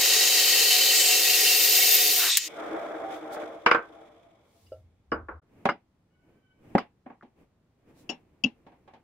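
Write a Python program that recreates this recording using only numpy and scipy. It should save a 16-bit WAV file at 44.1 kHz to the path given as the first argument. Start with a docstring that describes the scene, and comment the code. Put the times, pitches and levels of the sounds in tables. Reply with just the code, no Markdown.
"""A bandsaw rasps through a wooden block: tooth-shaped noise bursts ring the blade over a droning frame.
The blade squeals, breaks through with a snap of fibres, then rumbles and rubs as it coasts to rest.
The two halves knock on the steel saw table, then on a plank bench: short impacts, clatter and ringing modes.
They slide about as grainy noise, a steel rule clinks down on one of them, and a small workshop answers."""
import sys
import numpy as np
from scipy import signal
from scipy.fft import rfft, irfft, next_fast_len
from scipy.io import wavfile
from scipy.ndimage import uniform_filter1d

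SR = 44100
rng = np.random.default_rng(int(sys.argv[2]) if len(sys.argv) > 2 else 0)


def int16_out(signal):
    """Quantize to a 16-bit WAV file."""
    q = np.round(np.clip(np.atleast_2d(signal).T, -1, 1) * 32767)
    wavfile.write(sys.argv[1], SR, q.astype(np.int16))


N = 398223

# fine hiss of the cut as the block is fed: level_db, drift_db_per_s, drop_at_s, drop_db
HISS_LAW = (-28.1, 1.6, 2.31, 17)
# stereo width of the cut: frequency_hz, side_minus_mid_db
CUT_WIDTH = [(100, -15), (400, -38.5), (2400, -22.5), (4400, -2.5), (15000, -2.5)]
# stereo width of everything else that is spread: frequency_hz, side_minus_mid_db
WIDTH = [(100, -21), (500, -7), (8000, 2.5)]
# the sound drops out for an instant: start_s, end_s
DROPOUT_S = (5.398, 5.421)
CUT_END_S = 2.482
EDGE_RISE_S = .0008  # onset of ringing wood and hard edges


def amp(db):
    """Decibels to gain."""
    return np.exp(np.log(10) / 20 * np.asarray(db))


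def unit(x):
    """x at rms 1."""
    return x / np.sqrt(np.mean(x ** 2) + 1e-20)


def along(points, hz):
    """Read (frequency_hz, value) points on a log frequency axis."""
    f, v = np.transpose(points)
    return np.interp(np.log(hz + 1), np.log(f + 1), v)


def curves(rows):
    """One value per sample for each column after the time."""
    s, *cols = np.transpose(rows)
    return [np.interp(np.arange(N) / SR, s, c) for c in cols]


def wobble(rate, size=N):
    """A smooth random curve, rate knots a second."""
    knots = signal.resample_poly(rng.standard_normal(int(size * rate / SR) + 4), up=4, down=1)
    return np.interp(np.arange(size) * 4 * rate / SR, np.arange(len(knots)), knots)


def phase(hz):
    """Running phase of a changing frequency."""
    return 2 * np.pi * np.cumsum(hz) / SR


def between(start, end):
    """1 from start to end, with short fades."""
    t = np.arange(N) / SR
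    return uniform_filter1d(1. * ((t >= start) & (t <= end)), size=400)


def swells(rows):
    """Gain of (centre_s, half_length_s, level_db) strokes that each rise and fall smoothly."""
    t = np.arange(N) / SR
    power = 0
    for s, half, db in rows:
        stroke = np.exp(-np.minimum(((t - s) / half) ** 2, 20))
        power = power + (amp(db) * stroke) ** 2
    return np.sqrt(power)


def noise():
    """Two unrelated white noises: mid and side."""
    return rng.standard_normal((2, N))


def filtered(x, response):
    """x times a response of frequency."""
    n = x.shape[-1]
    m = next_fast_len(n + 8192, True)
    return irfft(rfft(x, m) * response(np.fft.rfftfreq(m, 1 / SR)), m)[..., :n]


def coloured(x, spectrum):
    """x shaped by a (frequency_hz, db_per_hz) spectrum, at rms 1."""
    return unit(filtered(x, lambda hz: amp(along(spectrum, hz))))


def resonance(x, hz, width_hz):
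    """x through one resonance."""
    return signal.lfilter(*signal.iirpeak(hz, hz / width_hz, fs=SR), x)


def resonate(x, modes):
    """x through (pitch_hz, width_hz, level_db) resonances that swell and fade on their own, at rms 1."""
    return unit(sum(amp(db + 3 * wobble(10)) * resonance(x, hz, width) for hz, width, db in modes))


def spread(pair, width):
    """Mid and side to left and right."""
    side = filtered(pair[1], lambda hz: amp(along(width, hz)))
    return np.array([pair[0] + side, pair[0] - side])


def dying(decay):
    """Two half-second noises whose every frequency dies at its own speed, from (frequency_hz, t60_s)."""
    hz, t, z = signal.stft(rng.standard_normal((2, SR // 2)), SR, nperseg=128)
    fade = amp(-60 * t / along(decay, hz)[:, None])
    return signal.istft(z * fade, SR, nperseg=128)[1][:, :SR // 2]


def ring(modes, tilt_db=0, length=1, rise=0.0023, blur_hz=0):
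    """Half a second of struck modes, at new strengths for each blow and blurred by a buzzing contact; peak 1."""
    t = np.arange(SR // 2) / SR
    x = np.zeros(len(t))
    for hz, db, t60 in modes:
        level_db = db + tilt_db * np.log2(hz) + 0.73 * rng.normal()
        decay = amp(level_db - 60 * t / (t60 * length))
        x += rng.choice([-1, 1]) * decay * np.sin(phase(hz + blur_hz * wobble(500, size=len(t))))
    x = x * (1 - np.exp(-(t / rise) ** 2))
    return x / np.abs(x).max()


def add(track, s, sound):
    """Mix a sound into a track at time s."""
    part = track[..., round(s * SR):][..., :sound.shape[-1]]
    part += sound[..., :part.shape[-1]]


def flutter(hz, blur_hz, rate, partials=(1,)):
    """An unsteady friction tone with the given partials, as mid and side at rms 1."""
    turns = np.array([phase(hz + blur_hz * wobble(rate)) for _ in range(2)])
    # the contact grips and lets go, so each partial flutters on its own
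    return unit(sum(amp(4 * wobble(rate / 2)) * np.sin(k * turns) / k for k in partials))


def waver(rows, blur_hz, rate, partials=(1,)):
    """A friction tone along (time_s, pitch_hz, level_db) rows."""
    hz, db = curves(rows)
    return amp(db) * between(rows[0][0], rows[-1][0]) * flutter(hz, blur_hz, rate, partials)


def grain():
    """Uneven gain of wood that sticks and slips: 4 dB deep, 140 knots a second."""
    return unit(amp(4 * wobble(140)))


def fed(law):
    """Level in dB of one layer of the cut: a slow drift, the easing push, the drop as teeth leave the wood."""
    exit_s = 0.02  # time scale of the drop
    ease_from_s, ease_db_per_s = 2.018, 12.5  # the hands push more gently near the end
    db, drift_db, drop_s, drop_db = law
    t = np.arange(N) / SR
    gone = (1 + np.tanh((t - drop_s) / (2 * exit_s))) / 2
    eased_db = ease_db_per_s * np.maximum(t - ease_from_s, 0)
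    return db + drift_db * t - eased_db - drop_db * gone


def blade_ring(strokes):
    """The toothed band rings in modes, each bitten hardest at some point of the feed, and flexes in the kerf."""
    # blade modes: pitch_hz, width_hz, level_db, strongest_at_s
    blade_modes = [(1919, 34, -1.5, 0.3), (2209, 18, -5.5, 1.6), (2756, 47, 3.5, 1.4),
                   (3057, 35, 5.5, 0.73), (3620, 23, 2.5, 1.8), (3890, 38, 1, 0.24), (3935, 34, 2.5, 5.4),
                   (4064, 11, 5.5, 0.8), (4303, 64, -2.5, 0.43), (4460, 30, 5.5, 0.58),
                   (4700, 130, -5, 1.6), (5560, 22, 1.5, 2.1), (6590, 280, -7, 0.34)]
    flex_share, flex_db, flex_per_s = .003, 1.4, 24  # pitch wander, swell of each mode, knots a second
    t = np.arange(N) / SR
    blade = np.zeros((2, N))
    for hz, width, db, s in blade_modes:
        bitten_db = 4.3 * np.exp(-((t - s) / .5) ** 2)
        blade += amp(db + bitten_db + flex_db * wobble(flex_per_s)) * resonance(strokes, hz, width)
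    flexing = np.cumsum(1 + flex_share * wobble(flex_per_s))
    bent = np.array([np.interp(flexing, np.arange(N), side) for side in blade])
    return bent / np.std(blade[:, t < CUT_END_S])


def frame_hum(teeth_hz):
    """The saw frame drones in pitches that sink with the blade speed and as the cut deepens."""
    # hum at the start of the cut: pitch_hz, level_db
    frame_modes = [(333, -15.5), (398, -13.5), (448, -8.5), (522, -13.5), (554, -13), (773, -12)]
    sag_per_s = 0.018  # share of the pitch lost as the cut deepens
    sag = teeth_hz / teeth_hz[0] * (1 - sag_per_s * np.arange(N) / SR)
    hum = np.zeros(N)
    for hz, db in frame_modes:
        turn = phase(hz * sag * (1 + .008 * wobble(50)))
        hum += amp(db + 2.5 * wobble(50)) * np.sqrt(2) * np.sin(turn)
    return hum


def cut():
    """Each tooth tears out a burst of chips that rings the blade, over wood noise and a droning frame."""
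    # blade speed: time_s, teeth_per_s
    teeth = [(0, 727), (2.18, 726.5), (2.28, 700), (2.48, 540)]
    # steady tones of the teeth: multiple_of_tooth_rate, level_db
    tooth_tones = [(1, -9.5), (3, -12)]
    # spectra of the rasp, the hiss and the wood: frequency_hz, db_per_hz
    rasp_colour = [(1100, -38), (1650, -25), (1900, -2.5), (4000, -3.5), (5200, -0.5), (7700, -2.5),
                   (9000, -11.5), (11700, -38)]
    hiss_colour = [(4400, -40.5), (7500, -14.5), (9200, -1), (11100, 1.5), (13600, 5.5), (15000, 0)]
    wood_colour = [(200, -34.5), (340, -3), (560, -2.5), (850, -5), (1550, -4.5), (4000, -37)]
    # layers of the cut as it is fed: level_db, drift_db_per_s, drop_at_s, drop_db
    rasp_law = (-22.5, -0.2, 2.39, 7)
    wood_law = (-43, -3.5, 2.32, 16)
    frame_law = (-37, 0, 2.32, 36)
    # flares where the teeth bite deep: centre_s, half_length_s, level_db, pitch_hz
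    deep_bites = [(0.46, 0.06, -35, 4400), (0.8, 0.16, -31, 4150), (1.02, 0.1, -31, 7600)]
    bite_width = 0.21  # width of a flare over its pitch
    # the thin end of the block resounds: centre_s, half_length_s, level_db
    end_grain = [(2.25, 0.059, -31)]
    relief_s, relief_db = 2.3, -20.5  # the hum weakens when the push lets up

    teeth_hz = curves(teeth)[0]
    tooth = phase(teeth_hz * (1 + 0.0017 * wobble(25)))
    # uneven teeth bite unequally
    bite = amp(0.39 * np.cos(tooth) + 1.6 * np.cos(0.28 * tooth) + 0.72 * wobble(300))
    # the long steel band adds a dense fine ring to every burst
    band = dying([(1000, 0.087), (15000, 0.083)])
    band_ring = unit(signal.fftconvolve(bite * noise(), band, axes=1)[:, :N])
    chips = bite * noise() + 1.1 * band_ring
    blade = blade_ring(bite * noise())
    frame = frame_hum(teeth_hz)
    tones = sum(amp(db + 3.5 * wobble(11.82)) * np.sqrt(2) * np.sin(k * tooth) for k, db in tooth_tones)

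    rasp = amp(-3.5) * coloured(chips, rasp_colour) + amp(-2.0) * blade
    pair = amp(fed(rasp_law) + 0.64 * wobble(22)) * rasp
    pair += amp(fed(HISS_LAW)) * coloured(chips, hiss_colour)
    for s, half, db, hz in deep_bites:
        narrow = resonance(chips, hz, bite_width * hz)
        pair += swells([(s, half, db)]) * unit(resonance(narrow, hz, 2 * bite_width * hz))
    pair += amp(fed(wood_law)) * coloured(noise(), wood_colour)
    pair += swells(end_grain) * coloured(noise(), [(250, -33.0), (1500, -4.0), (6000, -21)])
    relief = amp(relief_db * between(relief_s, CUT_END_S))
    pair += amp(fed(frame_law)) * (relief * frame + tones)
    return spread(pair * between(-1, CUT_END_S), CUT_WIDTH)


def squeal():
    """The blade squeals by friction in the kerf, louder whenever it catches, and whistles as it slows."""
    # squeal in the kerf: time_s, pitch_hz
    squeal_pitch = [(1.1, 13900), (1.95, 13530), (2.22, 14350)]
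    # the squeal catches: centre_s, half_length_s, level_db
    catches = [(1.83, 0.2493, -29), (1.945, 0.025, -20.5), (2.2, 0.05, -39)]
    # thin whistle of the slowing blade: time_s, pitch_hz, level_db
    whistle = [(2.31, 8410, -33.5), (2.47, 6240, -43)]
    # a faint squeal at -38 dB joins the catches until the hiss drops
    gain = amp(-38) * between(-1, HISS_LAW[2]) + swells(catches)
    tone = flutter(curves(squeal_pitch)[0], blur_hz=170, rate=900)
    return spread(gain * tone + waver(whistle, blur_hz=200, rate=800), CUT_WIDTH)


def breakthrough():
    """The thinning wood rings as the blade comes out, then the last fibres snap as short noise cracks."""
    # ring of the last thin bridge of wood: time_s, pitch_hz, level_db
    flare = [(2.26, 3860, -38), (2.3, 3735, -25.5), (2.37, 3690, -32)]
    # the last fibres snap: start_s, level_db
    snaps = [(2.371, -10.5), (2.379, -22.5)]
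    pair, t = waver(flare, blur_hz=260, rate=900), np.arange(SR // 20) / SR
    for s, db in snaps:
        crack = coloured(noise()[:, :len(t)], [(900, -26), (1900, 0)])
        add(pair, s, amp(db - 60 * t / .04) * crack)
    return spread(pair, CUT_WIDTH)


def coast():
    """The free blade slows evenly, rumbling on its wheels and rubbing the guides; the halves are shoved aside."""
    # spectra of the rumble and the rub: frequency_hz, db_per_hz
    rumble_colour = [(80, -27.5), (220, -14), (320, -3), (680, -3), (975, -10.5), (1390, -7.5), (1770, -16),
                     (2300, -20.5), (3900, -64.5)]
    rub_colour = [(1290, -33), (2200, -2.5), (2800, -14.5), (3450, -5.5), (4200, -22.5), (5500, -21),
                  (15000, -35)]
    # the housing rings along: pitch_hz, width_hz, level_db
    housing_modes = [(322, 14, -1), (456, 9, 1), (545, 10, -6), (602, 10, -1), (668, 14, 2), (778, 16, -2)]
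    # the halves are shoved over the saw table: centre_s, half_length_s, rumble_db, rub_db
    shoves = np.array([(2.913, 0.24, -41.5, -71), (3.143, 0.048, -40, -52), (3.4, 0.11, -37, -57.5),
                       (3.993, 0.08, -55, -73)])
    coast_from_s, stop_s, rise_db_per_s = 2.6, 5.74, 165.5
    # loudness follows powers of the blade speed
    rumble_db, rumble_power = -33, 4.17
    rub_db, rub_power = -56, 2.9
    sink_power = 0.25  # the rumble's pitch sinks with the speed

    t = np.arange(N) / SR
    speed = np.clip((stop_s - t) / (stop_s - coast_from_s), 0, 1)
    rise = amp(rise_db_per_s * np.minimum(t - coast_from_s, 0))
    # reading the noise ever more slowly lowers it
    travel = np.cumsum(speed ** sink_power)
    roll = np.array([np.interp(travel, np.arange(N), side) for side in coloured(noise(), rumble_colour)])
    housing = amp(2) * resonate(coloured(noise(), rumble_colour), housing_modes)
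    rumble = amp(rumble_db) * rise * speed ** rumble_power * unit(roll + housing)
    shoved = unit(coloured(grain() * noise(), rumble_colour) + housing)
    rumble += swells(shoves[:, [0, 1, 2]]) * shoved
    blade_rub = amp(rub_db) * between(CUT_END_S, stop_s) * speed ** rub_power
    rub_gain = np.hypot(blade_rub, swells(shoves[:, [0, 1, 3]]))
    rub = rub_gain * unit(np.sqrt(grain())) * coloured(noise(), rub_colour)
    return spread(amp(wobble(30)) * rumble + rub, WIDTH)


def booms():
    """The saw table swells into a low, unsteady drone when it is leant on or knocked."""
    # centre_s, half_length_s, level_db, pitch_hz
    drones = [(4.785, 0.17, -56, 87.2), (5.204, 0.084, -44, 74.5), (5.355, 0.038, -44, 77.4)]
    pair = np.zeros((2, N))
    for s, half, db, hz in drones:
        pair += swells([(s, half, db)]) * flutter(np.full(N, hz), blur_hz=11, rate=60)
    return spread(pair * between(-1, DROPOUT_S[0]), WIDTH)


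def knocks(rows, modes, clatter, decay, ring_db, impact, crack_hz):
    """Each blow is a short impact, a dense clatter and a few modes; the contact sets its thud and crack."""
    # wood gives a little, then pushes back in one short impact ahead of the clatter
    rise_at_0_db_s, impact_t60_s = .0008, .03
    softening = .5  # the lighter the touch, the slower its rise (power of the level)
    pair, t = np.zeros((2, N)), np.arange(SR // 2) / SR
    splits = [(450, 'low'), ((450, crack_hz), 'band'), (crack_hz, 'high')]
    bands = [signal.butter(4, edges, kind, fs=SR, output='sos') for edges, kind in splits]

    def head(x):
        """Rms of the first 20 ms."""
        return np.sqrt(np.mean(x[..., :SR // 50] ** 2))

    for s, db, thud_db, crack_db in rows:
        rise_s = rise_at_0_db_s * amp(-softening * db)
        contact = (1 - np.exp(-t / rise_s)) * (1 + impact * amp(-60 * t / impact_t60_s))
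        burst = coloured(dying(decay) * contact, clatter)
        tone = ring(modes, rise=EDGE_RISE_S) * [[1], [rng.uniform(-.5, .5)]]
        blow = burst / head(burst) + amp(ring_db) * tone / head(tone[0])
        for band, level_db in zip(bands, [thud_db, 0, crack_db]):
            part = signal.sosfilt(band, blow)
            add(pair, s, amp(db + level_db) * part / head(part[0]))
    return spread(pair, WIDTH)


def table_knocks():
    """Wood strikes the steel saw table, whose plate clatters and rings."""
    # start_s, level_db, thud_db, crack_db
    blows = [(3.661, -19, -12.5, -5), (3.712, -19.5, -12, -4), (3.745, -22.5, -10, -12.5),
             (5.118, -28, -2, -23.5), (5.284, -38.5, -8, -29)]
    # pitch_hz, level_db, t60_s
    modes = [(330, -6, .13), (474, -6, .16), (1116, -2, .15), (1334, -6, .14), (1430, -2, .13),
             (1545, -6, .19), (2330, -7, .1)]
    # frequency_hz, db_per_hz
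    clatter = [(70, -23), (300, -7), (725, -7), (1390, -0.5), (1900, -11.5), (2330, -10), (3800, -28.5),
               (5200, -34), (14000, -67.5)]
    # frequency_hz, t60_s
    decay = [(1000, 0.235), (9000, .12)]
    return knocks(blows, modes, clatter, decay, ring_db=-3, impact=5, crack_hz=1760)


def bench_knocks():
    """Wood strikes the plank bench, whose boards thud and ring low; the blows at 8.094 and 8.44 s are the steel
    rule landing on the wood."""
    # start_s, level_db, thud_db, crack_db
    blows = [(5.654, -22.5, -6, -23), (5.689, -35, 0, -15.5), (6.7505, -23.5, 5.5, -32.5),
             (6.781, -33.5, -14, -15.5), (7.06, -49.5, 4, -40), (7.099, -51, -0.5, -35.5),
             (7.226, -57.5, 3.5, -20.5), (8.094, -43.5, 5.5, -7), (8.44, -49, 12, -2.5),
             (8.664, -56, -0.5, -18.5), (8.718, -62.5, -5.5, -21), (8.876, -55, -10, -19),
             (8.935, -55.5, -5, -16)]
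    # pitch_hz, level_db, t60_s
    modes = [(241, -2, 0.14), (336, -4, 0.09), (570, -3.5, 0.14), (695, -8.5, 0.16), (793, 0, 0.13),
             (1113, -3.5, 0.1), (1640, -8.5, 0.12)]
    # frequency_hz, db_per_hz
    clatter = [(50, -36), (237, 3.5), (594, -11), (789, 2), (1300, -16), (3300, -22.5), (6000, -34.5),
               (14000, -55)]
    # frequency_hz, t60_s
    decay = [(150, 0.13), (2500, 0.18), (9000, 0.074)]
    return knocks(blows, modes, clatter, decay, ring_db=-5, impact=6, crack_hz=2500)


def taps():
    """A loose half rings freely when it touches the other, and clacks when it tips over onto its hard edge."""
    # a lifted half taps the other: start_s, peak_db
    touches = [(4.718, -31.5)]
    # the free block: pitch_hz, level_db, t60_s
    block_modes = [(519, -5, 0.13), (625, -6.5, 0.17), (1360, -25, 0.17)]
    # the edge clacks down: start_s, peak_db, ring_length_factor
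    clacks = [(5.689, -12.5, 1), (6.781, -17, .3), (7.21, -44, .3), (7.224, -43, .25)]
    # the clacking edge: pitch_hz, level_db, t60_s before the length factor
    clack_modes = [(1220, 0, .07), (1430, -3, .08), (1690, -6, .06), (2050, -7, .08)]
    track = np.zeros(N)
    for s, db in touches:
        add(track, s, amp(db) * ring(block_modes, blur_hz=40))
    for s, db, length in clacks:
        add(track, s, amp(db) * ring(clack_modes, length=length, rise=EDGE_RISE_S, blur_hz=110))
    return track


def edge_rings():
    """The hard edges of the halves add a thin, rough ring of resonant noise when grazed or struck."""
    # start_s, level_db
    grazes = [(3.661, -32), (3.712, -31), (4.665, -64), (4.72, -63), (5.117, -43), (5.689, -39),
              (6.781, -42)]
    # pitch_hz, width_hz, level_db
    edge_modes = [(2880, 110, 3), (4950, 190, -2.5)]
    pair, t = np.zeros((2, N)), np.arange(SR // 4) / SR
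    for s, db in grazes:
        rough = np.zeros((2, len(t)))
        for hz, width, level in edge_modes:
            rough += amp(level) * unit(resonance(noise()[:, :len(t)], hz, width))
        rough = unit(sum(resonance(rough, hz, 2 * width) for hz, width, _ in edge_modes))
        add(pair, s, amp(db - 60 * t / .1) * rough)
    return spread(pair, WIDTH)


def rule():
    """The steel strip clinks with a slight buzz, damped by the hand, and thumps the board beneath."""
    # landings, before panning: start_s, peak_db, brightness_db_per_octave, ring_length_factor, thump_db
    landings = [(8.091, -24, 1.5, 1.6, -40), (8.097, -25, 7, 1.1, -42), (8.4373, -13.5, -2, 0.55, -32.5),
                (8.443, -13, -7, 0.35, -21), (8.456, -30, -7, 1.1, -19)]
    # the strip: pitch_hz, level_db, t60_s before the length factor
    rule_modes = [(2705, -1, .075), (2874, -1, .055), (3200, -4, .035), (4850, -10, .035),
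                  (5475, -13, .065), (6170, -21, .065), (6935, -19, .05), (9400, -33, .03)]
    steel, board = np.zeros(N), np.zeros(N)
    for s, db, tilt_db, length, thump_db in landings:
        add(steel, s, amp(db) * ring(rule_modes, tilt_db, length, blur_hz=30))
        add(board, s, amp(thump_db) * ring([(240, 0, .07)], rise=.0038))
    # the steel leans left, the board sits in the middle
    return np.array([amp(4.0) * steel + board, amp(-8.0) * steel + board])


def handling():
    """Uneven sliding noise of hands and wood, scuffs and faint squeaks over the still air of the shop."""
    # hands and wood slide on the bench: centre_s, half_length_s, level_db
    slides = [(5.6, 0.1, -57.5), (6.32, 0.093, -63), (6.72, 0.11, -54), (7.41, 0.048, -60),
              (7.9, 0.028, -56.5), (8.04, 0.17, -58), (8.6, 0.59, -66.5)]
    # light scuffs, of a half over the saw table and of the rule over wood: centre_s, half_length_s, level_db
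    brushes = [(3.15, 0.043, -64), (3.34, 0.02, -52.5), (4.63, 0.15, -73), (8.0, 0.04, -69)]
    # wood squeaks faintly as it turns: time_s, base_pitch_hz, level_db
    squeaks = [(6.11, 727, -79), (6.38, 766, -80), (6.72, 750, -81)]
    # spectra of the sliding and the air: frequency_hz, db_per_hz
    sliding_colour = [(40, -9), (300, -2), (1500, -26.5), (2400, -25.5), (4000, -42.5), (12000, -45.5)]
    air_colour = [(20, -22.5), (80, -8.5), (200, -12.5), (500, -23.5), (2500, -40), (15000, -58)]
    slide = swells(slides) * amp(0.75 * wobble(37)) * coloured(noise(), sliding_colour)
    brush = swells(brushes) * coloured(noise(), [(1000, -18), (4000, -5.0), (14000, -12)])
    squeak = amp(3 * wobble(14)) * waver(squeaks, blur_hz=9, rate=110, partials=(2, 3, 4))
    air = amp(-69.0) * coloured(noise(), air_colour)
    return spread(slide + brush + squeak + air, WIDTH)


def shop(x):
    """The short answer of the walls: a dying noise tail, 5 ms late."""
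    # frequency_hz, t60_s
    wall_decay = [(150, 0.18), (4000, 0.16), (12000, .15)]
    tail = np.pad(dying(wall_decay), ((0, 0), (SR // 200, 0)))
    return signal.fftconvolve(x, tail / np.linalg.norm(tail[0]), axes=1)[:, :N]


def scene():
    """Saw, knocks and handling in the workshop; the sound drops out for an instant before the bench knocks."""
    # the cutting sounds lean slightly left: 0.6 dB up on the left, 0.6 dB down on the right
    cutting = (cut() + squeal() + breakthrough()) * amp(0) * np.array([[1], [1]]) * amp([[.6], [-.6]])
    saw = cutting + coast() + booms()
    hits = table_knocks() + bench_knocks() + taps() + edge_rings() + rule()
    room = amp(-27.5) * shop(hits)
    return (saw + hits + room + handling()) * (1 - between(*DROPOUT_S))


def record(dry):
    """A very steep low-pass leaves nothing above the treble limit."""
    top_hz = 15750
    return filtered(dry, lambda hz: 1 / (1 + (hz / top_hz) ** 200))


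dry = scene()
out = record(dry)
int16_out(out)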